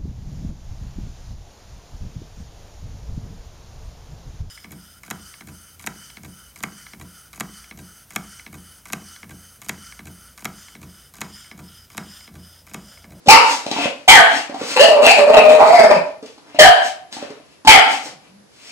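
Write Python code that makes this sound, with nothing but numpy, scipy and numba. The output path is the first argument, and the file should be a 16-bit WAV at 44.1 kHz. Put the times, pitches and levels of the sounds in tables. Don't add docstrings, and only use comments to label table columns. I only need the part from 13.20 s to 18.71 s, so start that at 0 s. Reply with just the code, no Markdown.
import sys
import numpy as np
from scipy import signal
from scipy.fft import rfft, irfft
from scipy.io import wavfile
from scipy.ndimage import uniform_filter1d
from numba import njit

SR = 44100
rng = np.random.default_rng(int(sys.argv[2]) if len(sys.argv) > 2 else 0)


def wav_record(signal):
    frames = np.transpose(np.atleast_2d(signal))
    bounded = np.clip(frames, -1, 1)
    quanta = np.round(bounded * 32767).astype(np.int16)
    wavfile.write(sys.argv[1], SR, quanta)


N = 242991

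# frequency in Hz, level per Hz in dB.
HOUSE_COLOUR = [(35, -25), (60, -9.5), (164, -16), (427, -15.5), (736, -21.5), (1800, -27), (2500, -30.5),
                (9240, -37), (11000, -24.5), (14300, -64), (22000, -120)]
# centre in Hz, time to fall 60 dB in seconds, level in dB.
ECHO_BANDS = [(255, 0.1, 1), (776, 0.47, 3.5), (1710, 0.33, 10.5), (5560, 0.22, 7.5), (12200, .35, -29)]
# time in seconds, pitch in Hz, level in dB.
DRONE_PASSAGES = [
    [(2.6, 228.5, -22), (2.664, 221, -36), (2.706, 190, -32.5), (2.778, 168.5, -31), (2.97, 147, -79)],
    [(4.88, 158.2, -40.5), (5.062, 173, -67.5), (5.102, 192, -52), (5.216, 209, -56.5), (5.258, 166, -71.5),
     (5.32, 170, -84)],
]
# loudest moment in seconds, rise in seconds, fall in seconds,
# hiss in dB, nose resonance in dB, rumble in dB.
NOSTRIL_PUFFS = [(0.32, 0.16, 0.067, -28, -54, -43), (0.53, 0.3, 0.28, -45.5, -63, -50),
                 (0.644, 0.11, 0.024, -36.5, -26, -34), (1.17, 0.15, 0.069, -33, -35.5, -39.5),
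                 (1.41, 0.053, 0.03, -83, -46, -43), (1.515, 0.11, 0.09, -31, -38.5, -40),
                 (2.86, 0.052, 0.092, -66.5, -59, -50), (3.066, 0.044, 0.14, -55.5, -61.5, -62),
                 (3.3, 0.077, 0.041, -64, -66.5, -53.5), (3.375, 0.04, 0.022, -64, -39.5, -61),
                 (3.66, 0.053, 0.05, -33, -40, -50), (3.93, 0.014, 0.083, -40, -52, -54.5),
                 (4.03, 0.12, 0.15, -61.5, -51.5, -48), (4.33, 0.12, 0.058, -63, -61.5, -73.5),
                 (4.72, 0.053, 0.077, -32, -35.5, -41), (4.86, 0.05, 0.046, -38, -57, -47.5),
                 (5.05, 0.093, 0.08, -65, -62, -63.5), (5.5, 0.15, 0.044, -45.5, -50, -61.5)]
# start in seconds, level in dB, mouth in Hz, nose in dB, time to fall 60 dB in seconds.
SNORT_BURSTS = [(0.059, -31.5, 570, -12, 0.28), (0.071, -24, 570, -5, 0.1), (0.464, -13, 604, -7, 0.015),
                (0.513, -13.5, 786, -2.5, 0.021), (0.562, -17, 910, -22, 0.027),
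                (0.585, -24, 723, -18, 0.16), (0.656, -5, 545, -46, 0.016),
                (1.294, -26.5, 577.8, -30, 0.059), (1.323, -33, 706, -31, 0.055),
                (1.342, -27.5, 764, -20, 0.088), (1.413, -20, 482, -44, 0.054),
                (1.436, -22, 432.4, -8, 0.02), (3.026, -31.5, 440, -23, 0.079),
                (3.059, -36.5, 473, -1, 0.04), (3.178, -40.5, 840, -12, 0.05),
                (3.345, -31, 612, -21.5, 0.078), (3.925, -39.5, 880, 11, 0.033),
                (3.966, -26.5, 752, -16.5, 0.035), (4.024, -22, 575, -24, 0.033),
                (4.102, -29, 421, -26, 0.061), (4.199, -43.5, 628.2, -31, 0.05),
                (4.448, -27.5, 870, -11, 0.22), (4.861, -34, 516, -28.5, 0.076)]
# puff start in seconds, puff level in dB,
# gain when shut in dB (above 0: it stays open).
PALATE_FLAPS = [(1.595, -24.5, -16), (1.636, -16.5, -0.5), (1.675, -7.5, -23.5), (1.709, -8.5, -21),
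                (1.754, -7.5, -15), (1.789, -18, -18), (1.817, -11, 1.5), (1.905, -19.5, 13.5),
                (1.982, -16, 4.5), (2.068, -20.5, -16.5), (2.13, -14.5, -11.5), (2.166, -1.5, -9),
                (2.244, -23.5, -9), (2.288, -3.5, -8), (2.392, -5, -18.5), (2.521, -9.5, -6),
                (2.589, -1, -7), (2.631, 1.5, -18.5), (2.698, -1, -33.5), (2.725, -25.5, -7.5)]
# time in seconds, pitch in Hz, level in dB, upper mouth in Hz and dB,
# rasp in Hz and dB, lower mouth in dB, middle mouth in dB, roughness from 0 to 1.
WHINE_PATH = [(1.56, 504.6, -17, 2600, -8, 4310, -8, 2.5, -8.5, 0.26),
              (1.596, 506, -2, 2860, 0, 4140, -13, -14, -10, 0.19),
              (1.634, 663.7, -8, 2880, -4, 4550, -9.5, -11.5, -10, 0.2),
              (1.794, 566.8, -17, 2615, -25, 4060, -33.5, -10, -47.5, 0.2),
              (1.858, 645.6, -12, 2770, -0.5, 4140, -6, -8.5, -7.5, 0.37),
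              (1.916, 803.7, -12, 2325, 0, 4420, -4.5, -25, -18, 0.22),
              (1.93, 802.2, -27.5, 2673, 7, 4320, -15, -18, 0, 0.2),
              (1.98, 595.8, -14.5, 2447, -15.5, 4230, -14.5, -14, -20.5, 0.38),
              (2.062, 576.4, -13, 2280, -31.5, 4500, -27, -16, -23.5, 0.28),
              (2.146, 646.9, -3.5, 2772, -11, 4070, -23, -13.5, -22.5, 0.27),
              (2.24, 608, -5.5, 2424, -14, 4140, -27, -15.5, -30, 0.23),
              (2.334, 622.3, -3.5, 2547, -16.5, 3810, -22.5, -24, -20, 0.2),
              (2.404, 627.6, -6, 2455, -26, 3860, -28.5, -1, -31.5, 0.26),
              (2.476, 629.7, -6, 2127, -17, 4420, -22.5, -4.5, -21.5, 0.2),
              (2.544, 717.7, -3.5, 2300, -20, 4540, -26.5, -13.5, -19, 0.21),
              (2.556, 674.2, -9, 2110, -5.5, 4833, -14, -13, -9, 0.18),
              (2.694, 614.3, -16, 2087, -24.5, 4970, -31, -13.5, -18.5, 0.26),
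              (2.752, 581.7, -25, 2580, -9.5, 4820, -15.5, -9, -30, 0.2),
              (2.77, 631, -29, 2576, -9, 4520, -13, -19.5, -12, 0.15)]
# start in seconds, length in seconds, pop in dB, level in dB, sag in dB,
# pitch in Hz at the start, after the jump and at the end, time at which the jump is done in seconds,
# lower mouth in Hz and dB, middle mouth in Hz when open and closing, time it takes to settle in seconds,
# its level then in dB, upper mouth in Hz and dB, rasp in Hz, brightness in dB,
# darkening as the jaws close in dB, head cavities in dB, roughness from 0 to 1.
BARK_SHAPES = [(0.083, 0.117, -6, 2.3, -9.5, 760.9, 871.5, 997.2, 0.016, 1160, -6, 2475, 2204, 0.047, -7, 2720, -3.5, 4830, 0, -12.5, 2, 0.38),
               (0.877, 0.15, -44, 0, -2.5, 737.6, 929.6, 629.1, 0.036, 1266, -8, 2316, 1668, 0.098, 4, 3167, 0.5, 4060, 1, -14, -2.5, 0.34),
               (3.387, 0.123, -27.5, 2.8, -0.5, 619.9, 790.5, 671.4, 0.054, 1287, -13, 1949, 1622, 0.037, 1, 3099, 1, 4365, -3, -19, -8.5, 0.3),
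               (4.471, 0.12, -17, 2.25, -6, 847.7, 889.8, 717.7, 0.021, 1251, -9.5, 2274, 1961, 0.089, -5.5, 3082, -1, 4620, -1, -11.5, -2.5, 0.49)]
# centre in Hz, width in Hz, level in dB.
CAVITIES = [(270, 100, -20), (500, 140, -14)]
# frequency in Hz, left minus right in dB.
PORT_SHADE = [(100, -0.5), (500, -0.5), (1000, -2), (2000, 5.5), (4000, 7.5), (8000, -8), (12000, 1)]
# frequency in Hz, gain in dB.
MICROPHONE_TONE = [(3000, 1.5), (5000, 6.5), (9000, 0), (12000, -6.5), (15000, -10.5)]


def undb(db):
    return 10 ** (np.asarray(db) / 20)


def unit(x):
    return x / np.sqrt(np.mean(x ** 2))


def read_paths(paths, fade_s):
    t, rows = np.arange(N) / SR, np.concatenate(paths)
    gate = sum(np.clip(np.minimum(t - p[0][0], p[-1][0] - t) / fade_s, 0, 1) for p in paths)
    return [np.interp(t, rows[:, 0], column) for column in rows.T[1:]], gate


def colour(x, points):
    hz, db = np.transpose(points)
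    f = np.arange(x.shape[-1] // 2 + 1) * SR / x.shape[-1] + 1
    gain = undb(np.interp(np.log(f), np.log(hz), db))
    return irfft(rfft(x) * gain, x.shape[-1])


@njit
def state_variable(x, hz, width):
    y, b, l = np.empty(len(x)), 0., 0.
    for i in range(len(x)):
        g, k = np.tan(np.pi * hz[i] / SR), width[i] / hz[i]
        v = (b + g * (x[i] - l)) / (1 + g * (g + k))
        b, l, y[i] = 2 * v - b, l + 2 * g * v, k * v
    return y


def band(x, hz, width):
    return state_variable(x, np.clip(hz, 20, .4 * SR) * np.ones(len(x)), width * np.ones(len(x)))


def ring(x, hz, width):
    return band(band(x, hz, width), hz, width)


def house():
    level_db = -53.5
    return undb(level_db) * unit(colour(rng.standard_normal((2, N)), HOUSE_COLOUR))


def bathroom(x):
    level_db, alike_hz = -1.5, 900
    t = np.arange(SR) / SR
    mid, side = rng.standard_normal((2, SR))
    side = signal.sosfilt(signal.butter(1, alike_hz, "high", fs=SR, output="sos"), side)
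    rise = np.clip(t / 0.01, 0, 1)
    tails = []
    for noise in (mid + side, mid - side):
        bands = [undb(db - 60 * t / t60) * band(noise, hz, 1.34 * hz) for hz, t60, db in ECHO_BANDS]
        tails.append(sum(bands) * rise)
    echo = undb(level_db) * unit(np.array(tails)) / np.sqrt(SR)
    return signal.fftconvolve(x[None], echo, axes=1)[:, :N]


def drone():
    (hz, db), gate = read_paths(DRONE_PASSAGES, 0.061)
    return gate * undb(db) * unit(ring(rng.standard_normal(N), hz, 38))


def snuffles():
    edge_db = -15
    nose_hz, rumble_hz = 2640, 292
    t, gain = np.arange(N) / SR, np.zeros((3, N))
    for s, rise, fall, *db in NOSTRIL_PUFFS:
        away = np.maximum((s - t) / rise, (t - s) / fall)
        swell = undb(edge_db * away) * np.clip(2 - away, 0, 1)
        gain += undb(db)[:, None] * swell
    air = rng.standard_normal((4, N))
    hiss = unit(band(air[0], 3500, 8600))
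    nose = unit(ring(air[1], nose_hz, 1100))
    flutter = undb(0.57 * unit(band(air[3], 30, 50)))
    rumble = unit(ring(air[2], rumble_hz, 100)) + 1.61 * unit(band(air[2], 540, 570))
    return gain[0] * hiss + gain[1] * nose + gain[2] * flutter * rumble


def snorts():
    throat_hz, throat_db = 282, 1.5
    out, t = np.zeros(N + SR), np.arange(SR // 4) / SR
    bursts = rng.standard_normal((len(SNORT_BURSTS), SR // 4))
    for (s, db, mouth_hz, nose_db, ring_s), air in zip(SNORT_BURSTS, bursts):
        fade = np.exp(-np.log(1000) * t / ring_s) * np.clip(t / .002, 0, 1)
        mouth = 1.25 * np.sin(2 * np.pi * mouth_hz * t) + 0.51 * unit(band(air, mouth_hz, 350))
        throat = undb(throat_db) * np.sin(2 * np.pi * throat_hz * t)
        nose = undb(nose_db) * unit(band(air, 3000, 1600))
        i = int(s * SR)
        out[i:i + len(t)] += undb(db) * fade * (mouth + throat + nose)
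    return out[:N]


def pops():
    pop_hz, ring_s, lead_s = 192, 0.02, 0.0041
    out = np.zeros(N)
    for s, _, db, *_ in BARK_SHAPES:
        age = np.clip(np.arange(N) / SR - s + lead_s, 0, None)
        out += undb(db - 60 * age / ring_s) * np.sin(2 * np.pi * pop_hz * age)
    return out


def palate():
    shut_s, puff_peak_s = 0.012, 0.007
    t, shut_db, puffs = np.arange(N) / SR, np.zeros(N), np.zeros(N)
    for s, puff_db, db in PALATE_FLAPS:
        shut_db += min(db, 0) * np.exp(-((t - s + shut_s / 2) / shut_s) ** 2)
        age = np.clip(t - s, 0, 1) / puff_peak_s
        puffs += undb(puff_db) * age * np.exp(1 - age)
    return undb(shut_db), puffs


def whine():
    lower_hz, middle_hz, head_db, growl = 809, 1746, -1, 0.55
    return [(s, hz, db, lower_hz, lower_db, middle_hz, middle_db, upper, upper_db, rasp, rasp_db,
             head_db, rough, growl)
            for s, hz, db, upper, upper_db, rasp, rasp_db, lower_db, middle_db, rough in WHINE_PATH]


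def bark(s, length, pop_db, db, sag, hz0, hz1, hz2, jump, lower, lower_db, middle0, middle1, settle,
         middle_db, upper, upper_db, rasp, bright, close, head_db, rough):
    attack_s, release_s, jump_s = 0.026, 0.03, 0.014
    onset_db, end_db = -6.5, -10.5
    dull_onset_db = -8.5
    rasp_db, growl = -3, 0.26
    hold, held = length - release_s, max(jump - jump_s, 0)
    age = np.unique([0, attack_s, held, jump, settle, hold, length])
    hz = np.interp(age, [held, jump, length], [hz0, hz1, hz2])
    level = db + np.interp(age, [0, attack_s, hold, length], [onset_db, 0, sag, sag + end_db])
    opening = np.interp(age, [0, attack_s], [dull_onset_db, 0])
    shine = bright + opening + np.interp(age, [attack_s, length], [0, close])
    middle = np.interp(age, [attack_s, settle], [middle0, middle1])
    ringing = opening + np.interp(age, [attack_s, settle, length], [bright, middle_db, middle_db + close])
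    return [(s + t, f, l, lower, lower_db + o, m, r, upper, e + upper_db, rasp, e + rasp_db,
             head_db, rough, growl)
            for t, f, l, o, m, r, e in zip(age, hz, level, opening, middle, ringing, shine)]


@njit
def folds(hz, jitter, shimmer, chance):
    pulses, phase, p, k = np.zeros(len(hz) + 1), np.empty(len(hz)), 0., 0
    for i in range(len(hz)):
        step = hz[i] * np.exp(jitter[i] * chance[k, 0]) / SR
        p += step
        if p >= 1:
            p, k = p - 1, k + 1
            size = np.exp(shimmer[i] * chance[k, 1]) / step
            pulses[i] += size * p / step
            pulses[i + 1] += size * (1 - p / step)
        phase[i] = p
    return pulses[:-1], phase


def voice():
    paths = sorted([bark(*shape) for shape in BARK_SHAPES] + [whine()])
    (hz, db, *mouth, rasp_hz, rasp_db, head_db, rough, growl), gate = read_paths(paths, 0.0027)
    rough = np.clip(rough, 0, 1)
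    pulses, phase = folds(hz, .1 * rough, 2.42 * rough, rng.standard_normal((N // 20, 2)))
    wander = unit(uniform_filter1d(rng.standard_normal(N), 300))
    slow = np.cos(2 * np.pi * np.cumsum(hz / 3.6 * (1 + 0.0967 * wander)) / SR)
    swing = 1 + 1.58 * np.clip(growl, 0, 1) * slow
    air = rng.standard_normal(N) * np.exp(-phase / 0.6)
    source = (unit(pulses) + 2.64 * rough * unit(air)) * swing

    shut, puffs = palate()
    effort = gate * (undb(db) * shut + puffs)

    widths = [w * (0.55 + 1.2 * rough) for w in (300, 400, 420)]
    throat = (hz, 240, -3)
    cavities = [(f, w, d + head_db) for f, w, d in CAVITIES]
    tract = [throat, *zip(mouth[::2], widths, mouth[1::2]), *cavities]
    voiced = sum(undb(d) * ring(effort * source, f, w) / np.std(ring(source, f, w)) for f, w, d in tract)

    rasp = unit(band(air, 7100, 12000)) + 0.65 * unit(ring(air, rasp_hz, 1600))
    clear = undb(-5) * band(effort * unit(np.sin(2 * np.pi * phase)), hz, 600)
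    return voiced + clear + effort * undb(rasp_db - 5) * rasp


def ports(dog, echoes):
    left_lag = 6
    left, right = np.array([np.roll(dog, left_lag), dog]) + echoes
    half = np.array(PORT_SHADE) * [1, .5]
    return np.array([colour(left, half), colour(right, half * [1, -1])])


def scene():
    dog = undb(1.0) * voice() + pops() + snorts() + snuffles() + drone()
    return ports(dog, bathroom(dog)) + house()


@njit
def follow(x, attack, release):
    e, out = 0., np.empty(len(x))
    for i in range(len(x)):
        e += (x[i] - e) * (attack if x[i] > e else release)
        out[i] = e
    return out


def gain_control(x):
    top_db, ratio, attack_s, release_s = -9.5, 2.256, 0.032, 0.029
    loud = follow(np.abs(x).max(axis=0), 1 / (attack_s * SR), 1 / (release_s * SR))
    return x * np.maximum(loud / undb(top_db), 1) ** (1 / max(ratio, 1) - 1)


def record(dry):
    top_hz = 15600
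    x = signal.sosfilt(signal.butter(2, 120, "high", fs=SR, output="sos"), dry)
    x = np.clip(gain_control(x), -.98, 1.)
    x = colour(x, MICROPHONE_TONE)
    return signal.sosfilt(signal.ellip(8, .2, 70, top_hz, fs=SR, output="sos"), x)


dry = scene()
out = record(dry)
wav_record(out)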